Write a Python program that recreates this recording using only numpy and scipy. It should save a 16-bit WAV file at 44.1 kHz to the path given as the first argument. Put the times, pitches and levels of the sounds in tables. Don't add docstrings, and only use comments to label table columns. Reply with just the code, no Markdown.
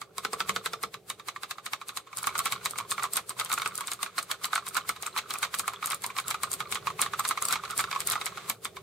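import sys
import numpy as np
from scipy import signal
from scipy.fft import rfft, irfft
from scipy.io import wavfile

SR = 44100
rng = np.random.default_rng(int(sys.argv[2]) if len(sys.argv) > 2 else 0)


def wrap_up_sound(samples):
    columns = np.atleast_2d(samples).T
    tamed = np.clip(columns, -1, 1)
    steps = np.round(tamed * 32767).astype(np.int16)
    wavfile.write(sys.argv[1], SR, steps)


N = 388962
TIME_S = np.arange(N) / SR
BIN_HZ = np.maximum(np.arange(N // 2 + 1) * SR / N, 1)

# start_s, level_db
SNAPS = [(0.015, -32.5), (0.1815, -26), (0.2496, -31), (0.3333, -23), (0.406, -36), (0.4924, -20.5),
         (0.5617, -35), (0.6594, -23.5), (0.733, -33), (0.8303, -25), (1.0999, -21.5), (1.2848, -35),
         (1.4323, -33), (1.5091, -28.5), (1.6594, -29), (1.7338, -30), (1.885, -25.5), (1.9665, -27),
         (1.9728, -23.5), (2.1715, -20.5), (2.1811, -28), (2.1866, -24), (2.2308, -21.5), (2.2705, -17),
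         (2.3795, -19), (2.3858, -26), (2.3912, -16.5), (2.4557, -18.5), (2.5223, -17), (2.5299, -28),
         (2.653, -19), (2.658, -21), (2.6974, -34), (2.7092, -23.5), (2.7795, -27), (2.7851, -19.5),
         (2.9075, -23), (2.9116, -14.5), (2.9235, -21.5), (3.0338, -19.5), (3.135, -16), (3.1587, -19),
         (3.169, -15.5), (3.294, -20.5), (3.299, -27), (3.3972, -20), (3.4012, -22.5), (3.448, -24.5),
         (3.497, -28), (3.5164, -42), (3.528, -15), (3.5394, -17), (3.5856, -25.5), (3.6196, -32),
         (3.6593, -31), (3.676, -23), (3.7547, -23), (3.778, -20), (3.8084, -24.5), (3.8725, -21.5),
         (3.917, -19), (3.934, -23), (4.03, -16), (4.1855, -20), (4.228, -26.5), (4.3075, -36),
         (4.3157, -21), (4.4382, -26), (4.444, -24), (4.4542, -19.5), (4.5389, -28), (4.5542, -19.5),
         (4.6652, -32), (4.6814, -23.5), (4.687, -25), (4.7463, -22.5), (4.7703, -19), (4.8915, -15.5),
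         (5.025, -25), (5.0658, -21.5), (5.1817, -23), (5.3055, -24.5), (5.3381, -21), (5.386, -24.5),
         (5.426, -23.5), (5.4333, -24), (5.548, -22), (5.5874, -20), (5.595, -14), (5.6792, -22),
         (5.7356, -35), (5.859, -19.5), (5.8712, -21), (5.9024, -21.5), (5.9188, -21.5), (5.9453, -22),
         (6.0206, -31), (6.039, -23.5), (6.064, -21.5), (6.18, -26), (6.2, -22.5), (6.2814, -17.5),
         (6.305, -20), (6.3111, -25), (6.4336, -19), (6.5163, -18.5), (6.5312, -18.5), (6.5385, -19),
         (6.603, -30), (6.7162, -22), (6.724, -20.5), (6.747, -21), (7.0165, -10), (7.1955, -18),
         (7.2517, -29), (7.278, -22), (7.282, -24), (7.2893, -14), (7.3101, -31), (7.424, -17.5),
         (7.4532, -15.5), (7.4856, -15), (7.5084, -23), (7.526, -12), (7.7087, -23.5), (7.7778, -13),
         (7.7874, -18), (7.798, -17), (7.8093, -21), (7.916, -43), (8.0043, -18), (8.0728, -13),
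         (8.0998, -17), (8.1196, -16), (8.1235, -21), (8.2585, -19.5), (8.2646, -45), (8.498, -15),
         (8.5031, -45), (8.6484, -21.5)]
# pitch_hz, level_db, t60_s (ring() floors it at 2 ms)
SWITCH_MODES = [(5220, 3, 0.0011), (6820, 4, 0.0022), (7590, 12, 0.0017), (8534, 2, 0.0083),
                (9000, -6, 0.0042)]
SWITCH_TOP_MODES = [(10570, -1.5, 0.0054), (11540, -8.5, 0.0069), (12920, -3, 0.0047), (15000, -25, 0.0037)]
# freq_hz, relative_db
HISS_SPECTRUM = [(2650, -14.5), (4500, -7), (5870, -14), (8550, -4), (9720, -8.5), (11000, -7),
                 (13500, -10), (16000, -15)]


def clicks():
    out = np.zeros((2, N))
    top_spread_db = 3.5
    draws = rng.standard_normal((len(SNAPS), 3, 4, 5, 1))
    for (start_s, level_db), (main, top, key) in zip(SNAPS, draws):
        top_db = level_db + top_spread_db * key[0, 0]
        ring(out, start_s, SWITCH_MODES, level_db, main, rise_s=.0004, spread_db=1.5, detune=.03)
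        ring(out, start_s, SWITCH_TOP_MODES, top_db, top, rise_s=.0004, spread_db=2.5, detune=.05)
    start_s, level_db = np.transpose(SNAPS)
    hiss_gain = swell(start_s, level_db, lead_db=-19, lead_t60_s=.086, tail_db=-15, tail_t60_s=.077)
    return out + colour(hiss_gain * ticks(per_s=12000, uneven_db=4.5), HISS_SPECTRUM)


# start_s, wall_db, hollow_db, hollow_hz
LANDINGS = [(0.0163, -37.5, -29, 1162), (0.1817, -33, -32.5, 1070), (0.2492, -27.5, -24.5, 1307),
            (0.3312, -54, -22.5, 1130), (0.4041, -25.5, -23, 1285), (0.4934, -23.5, -19.5, 1157),
            (0.5619, -26.5, -24, 1267), (0.66, -25, -26, 1360), (0.7339, -31.5, -27.5, 1187),
            (0.8355, -29, -24.5, 1187), (0.9412, -35, -34.5, 1156), (1.1017, -30.5, -33, 1193),
            (1.1967, -44, -34, 1166), (1.2843, -27.5, -34, 1150), (1.3617, -41, -32, 1140),
            (1.4333, -31.5, -29.5, 1263), (1.5104, -30, -33.5, 1170), (1.5832, -47, -33.5, 1186),
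            (1.663, -31, -31.5, 1240), (1.7334, -27, -27.5, 1130), (1.814, -42, -31.5, 1164),
            (1.8913, -34, -36, 1270), (1.9719, -30.5, -48, 1090), (2.071, -66, -41, 1194),
            (2.1298, -49, -34.5, 1136), (2.1836, -35, -39, 1340), (2.241, -34.5, -32, 1260),
            (2.2712, -35, -19, 1240), (2.2913, -40, -30.5, 1120), (2.3536, -39, -24, 1295),
            (2.391, -27, -48, 1190), (2.401, -40, -33, 1125), (2.458, -24.5, -23, 1170),
            (2.4691, -28.5, -34, 1225), (2.5227, -24.5, -24.5, 1094), (2.5538, -49, -38, 1204),
            (2.611, -63, -44, 1260), (2.6581, -24.5, -26, 1105), (2.7093, -51, -59, 1140),
            (2.7573, -58, -34.5, 1180), (2.7862, -31, -35, 1260), (2.8005, -47, -28, 1074),
            (2.9168, -30.5, -22, 1220), (2.9802, -64, -24.5, 1190), (2.995, -59, -27, 1150),
            (3.0246, -45, -27, 1230), (3.0394, -30, -24, 1158), (3.0523, -45, -25.5, 1116),
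            (3.1344, -50, -45, 1200), (3.1578, -39, -37, 1280), (3.172, -24, -33, 1260),
            (3.1867, -48, -28.5, 1120), (3.3045, -36.5, -35, 1120), (3.3902, -34, -33, 1180),
            (3.398, -26, -29, 1360), (3.4109, -30, -23.5, 1224), (3.4595, -35, -44, 1130),
            (3.5005, -43, -25, 1280), (3.5162, -27.5, -26, 1260), (3.5307, -30.5, -25.5, 1247),
            (3.577, -45, -20.5, 1220), (3.5983, -38, -30, 1180), (3.6186, -30.5, -27.5, 1124),
            (3.6591, -29, -20, 1260), (3.8077, -35, -30, 1085), (3.8383, -56, -36.5, 1160),
            (3.88, -33, -35.5, 1224), (3.917, -29.5, -41, 1220), (4.0296, -26, -32, 1233),
            (4.0618, -38, -31, 1230), (4.1809, -28.5, -21.5, 1236), (4.1875, -27, -36, 1170),
            (4.3131, -24.5, -34, 1214), (4.4439, -25.5, -35, 1213), (4.5309, -29, -20, 1300),
            (4.5571, -27, -24, 1290), (4.5769, -60, -24, 1172), (4.6666, -33, -55, 1090),
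            (4.7529, -32, -27, 1280), (4.7671, -27, -19, 1370), (4.7746, -27.5, -24, 1158),
            (4.8922, -27.5, -22, 1263), (4.9632, -40.5, -56, 1300), (5.03, -33.5, -35.5, 1094),
            (5.0622, -36, -29, 1220), (5.073, -43, -30.5, 1300), (5.1631, -46, -24, 1134),
            (5.1756, -25.5, -35, 1200), (5.1855, -26.5, -36, 1240), (5.307, -28.5, -36, 1203),
            (5.3393, -34, -31, 1220), (5.3552, -58, -29, 1170), (5.4295, -26, -23.5, 1240),
            (5.4383, -27.5, -38, 1190), (5.449, -32, -39, 1160), (5.5418, -27.5, -29.5, 1260),
            (5.5955, -32.5, -28.5, 1160), (5.6789, -32, -20, 1166), (5.7345, -48, -32, 1130),
            (5.8261, -41, -25.5, 1210), (5.8414, -33, -32, 1140), (5.8735, -37, -34, 1186),
            (5.9085, -28.5, -33, 1190), (5.9213, -33, -26, 1270), (5.9303, -48, -26, 1201),
            (6.0417, -28.5, -27, 1050), (6.102, -58, -31.5, 1090), (6.166, -33.5, -36, 1106),
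            (6.1747, -49, -31, 1130), (6.1852, -25.5, -27, 1108), (6.2815, -37, -45, 1180),
            (6.3093, -26, -26, 1110), (6.3437, -32, -24.5, 1257), (6.434, -29, -20, 1190),
            (6.5307, -40, -55, 1160), (6.5367, -41, -55, 1210), (6.604, -30, -22.5, 1200),
            (6.6094, -43, -33, 1170), (6.7241, -25.5, -39, 1140), (6.7542, -27, -31, 1230),
            (6.8705, -29.5, -19, 1096), (6.9015, -47, -29, 1126), (6.9921, -45, -27, 1180),
            (7.0062, -41, -28, 1145), (7.022, -25, -30, 1266), (7.0264, -28, -40, 1260),
            (7.035, -29, -38, 1260), (7.0612, -33.5, -26.5, 1152), (7.065, -51, -46, 1180),
            (7.135, -50, -23.5, 1235), (7.1924, -36, -21.5, 1154), (7.201, -42, -25, 1153),
            (7.2511, -26, -33, 1240), (7.3102, -41, -16.5, 1146), (7.3746, -42, -23.5, 1167),
            (7.4202, -38, -25.5, 1157), (7.485, -37, -46, 1130), (7.502, -45, -31, 1350),
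            (7.5087, -29.5, -34, 1280), (7.5248, -33, -25.5, 1320), (7.5315, -25.5, -45, 1370),
            (7.538, -31, -37, 1210), (7.5568, -33, -23, 1150), (7.636, -49, -29.5, 1110),
            (7.651, -38, -28.5, 1300), (7.678, -56, -39, 1150), (7.7007, -40, -28, 1237),
            (7.7148, -38, -37, 1240), (7.7925, -25, -25.5, 1170), (7.8018, -26, -26, 1350),
            (7.8399, -32, -24, 1140), (7.9133, -30, -32, 1290), (7.9279, -40, -25, 1120),
            (7.9503, -46, -28, 1125), (7.9602, -40, -23.5, 1106), (8.0041, -32.5, -42, 1130),
            (8.0168, -36, -49, 1090), (8.071, -39, -48, 1190), (8.086, -32, -31, 1280),
            (8.111, -26.5, -37, 1260), (8.1241, -38.5, -41, 1320), (8.1321, -28.5, -29, 1274),
            (8.155, -47, -22, 1225), (8.2133, -30, -27, 1140), (8.2643, -26.5, -31, 1100),
            (8.277, -45, -37, 1280), (8.3734, -61, -28, 1210), (8.5007, -27, -33, 1097),
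            (8.6533, -29.5, -33.5, 1120), (8.768, -38, -32.5, 1075)]
# pitch_ratio, level_db, t60_s
HOLLOW_MODES = [(0.934, -0.5, 0.045), (0.998, 1.5, 0.034), (1.02, -4, 0.076), (1.124, 4, 0.031)]
# pitch_hz, level_db, t60_s
PLATE_MODES = [(1753, -2.5, 0.013), (2180, 1, 0.015), (2335, -1, 0.014)]
CAP_WALL_MODES = [(3290, -2, .012), (3850, 1.5, 0.019), (4505, 1, 0.0075), (5390, -1, 0.0067)]
CASE_MODES = [(413, -19.5, 0.028), (568, -24.5, 0.067), (881, -6, 0.028)]
SPACE_BAR_MODES = [(196, -24.5, 0.14), (439, -10.5, 0.059), (5060, 13.5, 0.0033), (793, -8, 0.015)]


def clacks():
    out = np.zeros((2, N))
    draws = rng.standard_normal((len(LANDINGS), 6, 4, 4, 1))
    for landing, (hollow, plate, wall, case, bar, switch) in zip(LANDINGS, draws):
        start_s, wall_db, hollow_db, hollow_hz = landing
        plate_db = wall_db + .77 * (hollow_db - wall_db)
        jolt_db = wall_db + .5
        ring(out, start_s, PLATE_MODES, plate_db, plate, rise_s=.0009, spread_db=4.5, detune=.06)
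        ring(out, start_s, CAP_WALL_MODES, wall_db, wall, rise_s=.0002, spread_db=3, detune=.04)
        ring(out, start_s, SWITCH_TOP_MODES, jolt_db, switch, rise_s=.0004, spread_db=3, detune=.08)
        ring(out, start_s + .00035, HOLLOW_MODES, hollow_db, hollow,
             rise_s=.003, spread_db=2.5, detune=.015, pitch_scale=hollow_hz)
        ring(out, start_s, CASE_MODES, hollow_db, case, rise_s=.003, spread_db=3, detune=.03)
        if .17 < start_s < 1.0:
            ring(out, start_s, SPACE_BAR_MODES, hollow_db, bar, rise_s=.0008, spread_db=3, detune=.04)
    return out


# freq_hz, relative_db
RATTLE_SPECTRUM = [(350, -46), (600, -25.5), (859, -12), (959, -18), (1050, -4.5), (1270, -8),
                   (1890, -13.5), (2150, -9.5), (2930, -15), (3790, -12.5), (5270, -22), (6500, -19),
                   (8450, -22), (14300, -120)]


def rattle(brush_db):
    start_s, wall_db, hollow_db, _ = np.transpose(LANDINGS)
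    mid_db = np.maximum(wall_db, hollow_db - 8)
    mid_gain = swell(start_s, mid_db, lead_db=-15, lead_t60_s=.08, tail_db=-2, tail_t60_s=.074)
    treble_db = np.maximum(wall_db, hollow_db - 9.5) - 15
    treble_gain = swell(start_s, treble_db, lead_db=3.5, lead_t60_s=.08, tail_db=3, tail_t60_s=.067)
    mids = (mid_gain + from_db(brush_db)) * ticks(per_s=2500, uneven_db=2.26)
    treble = (treble_gain + from_db(brush_db - 10)) * ticks(per_s=8300, uneven_db=1.6)
    return colour(mids, RATTLE_SPECTRUM) + colour(treble, HISS_SPECTRUM)


def chatter(brush_db):
    out = np.zeros((2, N))
    knocks_per_s, spread_db = 50, 3.5
    knocks = np.flatnonzero(rng.random(N) < knocks_per_s / SR)
    snap_s, _ = np.transpose(SNAPS)
    stir = swell(snap_s, 0, lead_db=0, lead_t60_s=.08, tail_db=0, tail_t60_s=.52)
    knock_db = brush_db + 20 * np.log10(np.minimum(stir, 1)) + 17
    tick_modes = PLATE_MODES[1:2] + CAP_WALL_MODES[:3]
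    draws = rng.standard_normal((len(knocks), 3, 4, 4, 1))
    for at, (hollow, tick, key) in zip(knocks, draws):
        hollow_hz = 1198 * (1 + .047 * key[0, 0])
        hollow_db = knock_db[at] + spread_db * key[1, 0]
        tick_db = knock_db[at] - 7.5 + spread_db * key[2, 0]
        ring(out, at / SR, HOLLOW_MODES, hollow_db, hollow,
             rise_s=.002, spread_db=3, detune=.03, pitch_scale=hollow_hz)
        ring(out, at / SR, tick_modes, tick_db, tick, rise_s=.0003, spread_db=4, detune=.08)
    return out


# freq_hz, relative_db
DESK_SPECTRUM = [(30, -36), (52, -26), (70, -1.5), (90, -8), (118, 1.5), (150, -4), (190, -0.5),
                 (255, -29.5), (400, 1.5), (520, -8.5), (700, -11.5), (1000, -29)]


def desk_rumble(level_db):
    return from_db(level_db) * colour(rng.standard_normal((2, N)), DESK_SPECTRUM)


# freq_hz, relative_db
ECHO_SPECTRUM = [(100, 12), (700, 7.5), (1100, -16), (3000, 0), (16000, -4)]


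def room_echoes(mono, level_db=-10.5, t60_s=.15, gap_s=.003):
    decay = from_db(-60 * np.minimum(TIME_S, 1) / t60_s) * (TIME_S > gap_s)
    response = colour(rng.standard_normal((2, N)) * decay, ECHO_SPECTRUM)[:, :SR // 2]
    response /= np.sqrt(np.sum(response[0] ** 2))
    return from_db(level_db) * signal.fftconvolve(mono[None], response, axes=1)[:, :N]


# freq_hz, relative_db
HUM_SPECTRUM = [(150, -48), (250, 15), (386, 23), (607, 17), (674, -27), (748, 20), (1530, -44),
                (1820, -66), (3910, -44), (16000, -61)]


def room_hum(level_db=-65.5):
    return from_db(level_db) * colour(rng.standard_normal((2, N)), HUM_SPECTRUM)


# freq_hz, correlation
STEREO_CORRELATION = [(30, 0.76), (150, 0.99), (300, 0.7), (1100, 0.91), (2200, 0.45), (8000, 0.1),
                      (12500, -0.21)]


def ring(out, start_s, modes, level_db, draws, rise_s, spread_db, detune, pitch_scale=1):
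    pitch, mode_db, t60_s = np.transpose(modes)[:, :, None]
    pitch_draw, level_draw, phase_draw, stereo_draw = draws[:, :len(modes)]
    t60_s = np.clip(t60_s, .002, .2)
    t = np.arange(round(.7 * t60_s.max() * SR)) / SR
    pitch_hz = np.clip(pitch * pitch_scale * (1 + detune * pitch_draw), 50, .45 * SR)
    decay = from_db(level_db + mode_db + spread_db * level_draw - 60 * t / t60_s)
    envelope = decay * (1 - np.exp(-t / rise_s))
    phase_rad = 2 * np.pi * pitch_hz * t + .54 * phase_draw
    stereo_rad = np.arccos(at_hz(STEREO_CORRELATION, pitch_hz)) * stereo_draw / 2
    at = max(round(start_s * SR), 0)
    for channel, sign in enumerate((1, -1)):
        blow = np.sum(envelope * np.sin(phase_rad + sign * stereo_rad), axis=0)
        out[channel, at:at + len(t)] += blow[:N - at]


def colour(white_pair, spectrum):
    mid, side = rfft(white_pair) * rms_one(from_db(at_hz(spectrum, BIN_HZ)))
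    correlation = at_hz(STEREO_CORRELATION, BIN_HZ)
    stereo = np.sqrt(1 + correlation) * mid + np.sqrt(1 - correlation) * side * [[1], [-1]]
    return irfft(stereo, N) / np.sqrt(2)


def swell(contact_s, level_db, lead_db, lead_t60_s, tail_db, tail_t60_s):
    power = np.full(N, 1e-18)
    np.add.at(power, (contact_s * SR).astype(int), from_db(level_db) ** 2)
    lead_pole, tail_pole = from_db(-120 / (np.array([lead_t60_s, tail_t60_s]) * SR))
    lead = signal.lfilter([1], [1, -lead_pole], power[::-1])[::-1]
    tail = signal.lfilter([1], [1, -tail_pole], power)
    return np.sqrt(from_db(2 * lead_db) * lead + from_db(2 * tail_db) * tail)


def ticks(per_s, uneven_db):
    sizes = from_db(uneven_db * np.minimum(rng.exponential(1, (2, N)), 4))
    signs = rng.choice([-1, 1], (2, N))
    hits = rng.random((2, N)) < per_s / SR
    return rms_one(sizes * signs * hits)


def at_hz(table, freq_hz):
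    table_hz, values = np.transpose(table)
    return np.interp(np.log(freq_hz), np.log(table_hz), values)


def from_db(db):
    return 10 ** (np.asarray(db) / 20)


def rms_one(x):
    return x / np.sqrt(np.mean(x ** 2) + 1e-20)


# time_s, brush_db, rumble_db
HAND_LEVELS = [(0.0, -75, -63), (0.44, -61, -52), (0.98, -73, -58.5), (2.06, -66.5, -64),
               (2.36, -53, -52.5), (3.32, -64, -57), (3.68, -54.5, -54), (3.93, -58.5, -61),
               (4.9, -58, -57), (6.14, -57.5, -57), (6.95, -57, -49), (7.35, -53.5, -56),
               (8.18, -56, -50.5), (8.46, -47.5, -52.5), (8.56, -72, -56.5), (8.82, -64, -52.5)]


def scene():
    time_s, brush_db, rumble_db = np.transpose(HAND_LEVELS)
    brush_db = np.interp(TIME_S, time_s, brush_db)
    rumble_db = np.interp(TIME_S, time_s, rumble_db)
    keys = clicks() + clacks() + rattle(brush_db) + chatter(brush_db)
    return keys + desk_rumble(rumble_db) + room_hum() + room_echoes(keys.mean(axis=0))


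# freq_hz, left_minus_right_db
MIC_BALANCE = [(100, -.6), (500, -1.1), (1200, -3.2), (2500, -1.7), (4500, 0), (8500, -.4), (12500, 2.6)]


def record(dry):
    bass_cut_hz, treble_stop_hz = 63, 16900
    port_db = at_hz(MIC_BALANCE, BIN_HZ) / 2 * np.array([[1], [-1]])
    ports = irfft(rfft(dry) * from_db(port_db), N)
    highpass = signal.butter(3, bass_cut_hz, "high", fs=SR, output="sos")
    lowpass = signal.cheby2(12, 70, treble_stop_hz, fs=SR, output="sos")
    return signal.sosfilt(lowpass, signal.sosfilt(highpass, ports))


dry = scene()
out = record(dry)
wrap_up_sound(out)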